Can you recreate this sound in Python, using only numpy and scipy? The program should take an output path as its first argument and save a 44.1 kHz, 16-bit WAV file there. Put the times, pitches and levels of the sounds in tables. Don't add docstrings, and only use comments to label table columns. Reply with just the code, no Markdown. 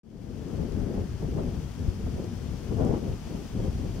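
import sys
import numpy as np
from scipy import signal
from scipy.fft import rfft, irfft
from scipy.io import wavfile

SR = 44100
rng = np.random.default_rng(int(sys.argv[2]) if len(sys.argv) > 2 else 0)


def put_to_file(sound):
    columns = np.atleast_2d(sound).T
    safe = np.clip(columns, -1, 1)
    whole_steps = np.round(safe * 32767)
    wavfile.write(sys.argv[1], SR, whole_steps.astype(np.int16))


N = 176400


def undb(db):
    return 10 ** (np.asarray(db) / 20)


def unit(x):
    return x / np.sqrt(np.mean(x ** 2))


def over_time(table, column=1):
    rows = np.array(table, float)
    return np.interp(np.arange(N) / SR, rows[:, 0], rows[:, column])


def at_pitch(table, hz, column=1):
    rows = np.array(table, float)
    return np.interp(np.log(np.maximum(hz, 1)), np.log(rows[:, 0]), rows[:, column])


def pitches():
    return np.arange(N // 2 + 1) * SR / N


def wobble(hz):
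    return unit(irfft(rfft(rng.standard_normal(N)) * np.exp(-(pitches() / hz) ** 2), N))


def band(x, hz, octaves):
    octaves_away = np.log2(np.maximum(pitches(), 1) / hz)
    return irfft(rfft(x) * np.exp(-.5 * (octaves_away / octaves) ** 2), N)


def stereo_noise(tone, stereo):
    hz = pitches()
    alike = at_pitch(stereo, hz)
    shared, opposite = rfft(rng.standard_normal((2, N)))
    shared, opposite = shared * np.sqrt(1 + alike), opposite * np.sqrt(1 - alike)
    right_lead = np.exp(1j * at_pitch(stereo, hz, column=3))
    pair = np.array([shared + opposite, (shared - opposite) * right_lead])
    balance_db = np.outer([.5, -.5], at_pitch(stereo, hz, column=2))
    return pair * undb(at_pitch(tone, hz) + balance_db)


# (time [s], level [dB])
GUSTS = [(0.45, -42.5), (0.55, -41), (0.57, -46), (0.6, -37), (0.7, -45.5), (0.71, -42.5), (0.98, -36.5),
         (1.13, -52), (1.19, -51), (1.23, -36), (1.26, -41.5), (1.35, -42.5), (1.38, -31.5), (1.43, -38),
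         (1.76, -55), (1.79, -46), (2.06, -48.5), (2.07, -36.5), (2.1, -50.5), (2.2, -37), (2.21, -43),
         (2.24, -38), (2.31, -48.5), (2.67, -47.5), (2.73, -36), (2.76, -42.5), (2.77, -37), (2.82, -31),
         (2.83, -33.5), (2.96, -32.5), (3.0, -38.5), (3.12, -40), (3.2, -56.5), (3.35, -41.5), (3.51, -53),
         (3.57, -39.5), (3.69, -38), (3.74, -49.5), (3.85, -39.5), (3.93, -52.5), (3.95, -44), (4.0, -42)]
# (time [s], level [dB])
THUMPS = [(0.45, -39.5), (0.49, -41.5), (0.61, -32), (0.69, -36.5), (0.82, -33.5), (0.85, -38), (0.9, -39),
          (0.92, -41), (1.01, -29.5), (1.08, -42), (1.14, -29.5), (1.19, -41), (1.23, -34.5), (1.64, -34.5),
          (1.72, -41.5), (1.76, -35), (1.9, -26), (1.92, -35), (2.02, -38.5), (2.04, -23.5), (2.12, -36),
          (2.14, -29.5), (2.23, -40.5), (2.51, -34.5), (2.61, -43), (2.83, -26.5), (2.88, -32.5),
          (2.9, -25.5), (3.0, -44), (3.07, -34), (3.1, -30), (3.18, -38), (3.4, -39.5), (3.5, -41),
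          (3.57, -31.5), (4.0, -34.5)]
# (pitch [Hz], relative level [dB])
WIND_TONE = [(20, -16), (35, -1.5), (70, -0.5), (130, -4), (240, -5.5), (300, -10), (390, -10.5),
             (500, -15), (620, -20.5), (800, -24.5), (1100, -35), (1600, -47), (3000, -58)]
# (pitch [Hz], gusts [times], thumps [times], flutter [times])
WIND_RESPONSE = [(40, 0.021, 1, 0.28), (94, .05, 0.91, 0.69), (193, 0.59, 0.19, 1.03),
                 (405, 0.9, 0.11, 1.28), (900, 1.76, 0.14, 0.63)]
# (pitch [Hz], likeness [0-1], left minus right [dB], right's phase lead [rad])
WIND_STEREO = [(60, 0.74, 6, -0.013), (171, 0.85, 6, -0.17), (275, 0.57, 5.5, 0.052), (450, 0.56, 3, -0.29),
               (600, 0.35, 2.5, 0.74), (800, 0.7, 3, 1.45), (1400, 0, 3.5, 2)]
# (time [s], extra left minus right [dB])
WIND_VEER = [(.3, 2), (.75, 3), (1, -1.5), (1.6, 0), (2.2, -1.5), (2.55, 2.5), (2.9, 1), (3.3, -2), (4, -2)]


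def wind_on_microphone(level_db=-30, flutter_hz=57, flicker_hz=51):
    air = stereo_noise(WIND_TONE, WIND_STEREO)
    gust, thump = over_time(GUSTS), over_time(THUMPS)
    gust, thump = gust - gust.mean(), thump - thump.mean()
    flutter = 1.07 * wobble(flutter_hz)
    half_octaves = 2 * np.log2(np.maximum(pitches(), 1) / 20)
    roar = 0
    for step in range(15):
        hz = 20 * 2 ** (step / 2)
        swirls = irfft(air * np.maximum(1 - abs(half_octaves - step), 0), N)
        by_gust, by_thump, by_flutter = (at_pitch(WIND_RESPONSE, hz, column) for column in (1, 2, 3))
        swing_db = by_gust * gust + by_thump * thump + by_flutter * flutter
        flicker_db = wobble(flicker_hz)
        roar = roar + swirls * unit(undb(swing_db + flicker_db))
    veer = undb(np.outer([.5, -.5], over_time(WIND_VEER)))
    return undb(level_db) * unit(roar * veer)


# (time [s], left level [dB], right level [dB])
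TREE_LEVELS = [(.5, -50.5, -57.5), (2, -49, -55.5), (2.5, -48.5, -54.5), (4, -48, -53)]
# (pitch [Hz], relative level [dB])
TREE_TONE = [(200, 4), (700, 9.5), (1300, 2), (2000, -1.5), (3200, 0.5), (3900, -4), (4700, -1),
             (6200, -1.5), (7300, -6.5), (9500, -9), (12000, -12), (15500, -16.5)]
# (pitch [Hz], likeness [0-1], left minus right [dB], right's phase lead [rad])
TREE_STEREO = [(500, 0.93, 1.5, -1), (1400, 0.65, 0.8, -.2), (2000, 0.43, 2.4, -0.5),
               (3230, 0.4, 0.5, -0.1), (4000, 0.3, 0.5, -2.4), (5300, 0.17, .3, 0.3), (6670, 0.3, -.8, 1.9),
               (8000, 0.28, -0.7, 2.9), (9500, 0.53, -0.7, 3.5), (15000, .17, 1, 2)]


def trees(touches_per_s=300, spread_db=4.5, ticks_vs_hiss_db=-16, rustle_hz=21, rustle_db=0.47):
    hiss = unit(irfft(stereo_noise(TREE_TONE, TREE_STEREO), N))
    touches = rng.random(N) < touches_per_s / SR
    strength = undb(spread_db * np.minimum(rng.exponential(size=N), 4))
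    clicks = touches * strength * rng.standard_normal((2, N))
    ticks = unit(irfft(rfft(clicks) * undb(at_pitch(TREE_TONE, pitches())), N))
    level_db = np.array([over_time(TREE_LEVELS), over_time(TREE_LEVELS, column=2)])
    return (hiss + undb(ticks_vs_hiss_db) * ticks) * undb(level_db + rustle_db * wobble(rustle_hz))


# (time [s], left level [dB])
TURBINE_LEVELS = [(.4, -61), (.9, -58), (1.5, -62), (2.2, -62.5), (3.1, -64), (4, -65.5)]


def turbine(hz=1414, right_db=-10.5):
    rush = unit(band(rng.standard_normal(N), hz, octaves=0.43))
    return np.outer(undb([0, right_db]), rush * undb(over_time(TURBINE_LEVELS)))


# (time [s], left peak level [dB], pitch [Hz])
NEAR_TICKS = [(2.243, -40, 5660), (2.8495, -42, 8600), (3.128, -41, 2690)]


def near_ticks(decay_s=0.00094, right_db=-7):
    snaps = 0
    for start, peak_db, hz in NEAR_TICKS:
        age = np.arange(N) / SR - start
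        burst = rng.standard_normal(N) * (age >= 0) * np.exp(-abs(age) / decay_s)
        snap = band(burst, hz, octaves=.38)
        snaps = snaps + snap / abs(snap).max() * undb(peak_db)
    return np.outer(undb([0, right_db]), snaps)


def scene():
    return wind_on_microphone() + trees() + turbine() + near_ticks()


def record(dry):
    t = np.arange(N) / SR
    on_s, fade_s, top_hz = 0.032, .53, 15650
    switch_on = np.clip((t - on_s) / 0.0024, 0, 1)
    fade_in = np.clip((t - 0.0017) / fade_s, 0, 1)
    treble_cut = signal.ellip(12, .1, 90, top_hz, fs=SR, output="sos")
    return signal.sosfilt(treble_cut, dry * switch_on * fade_in)


dry = scene()
out = record(dry)
put_to_file(out)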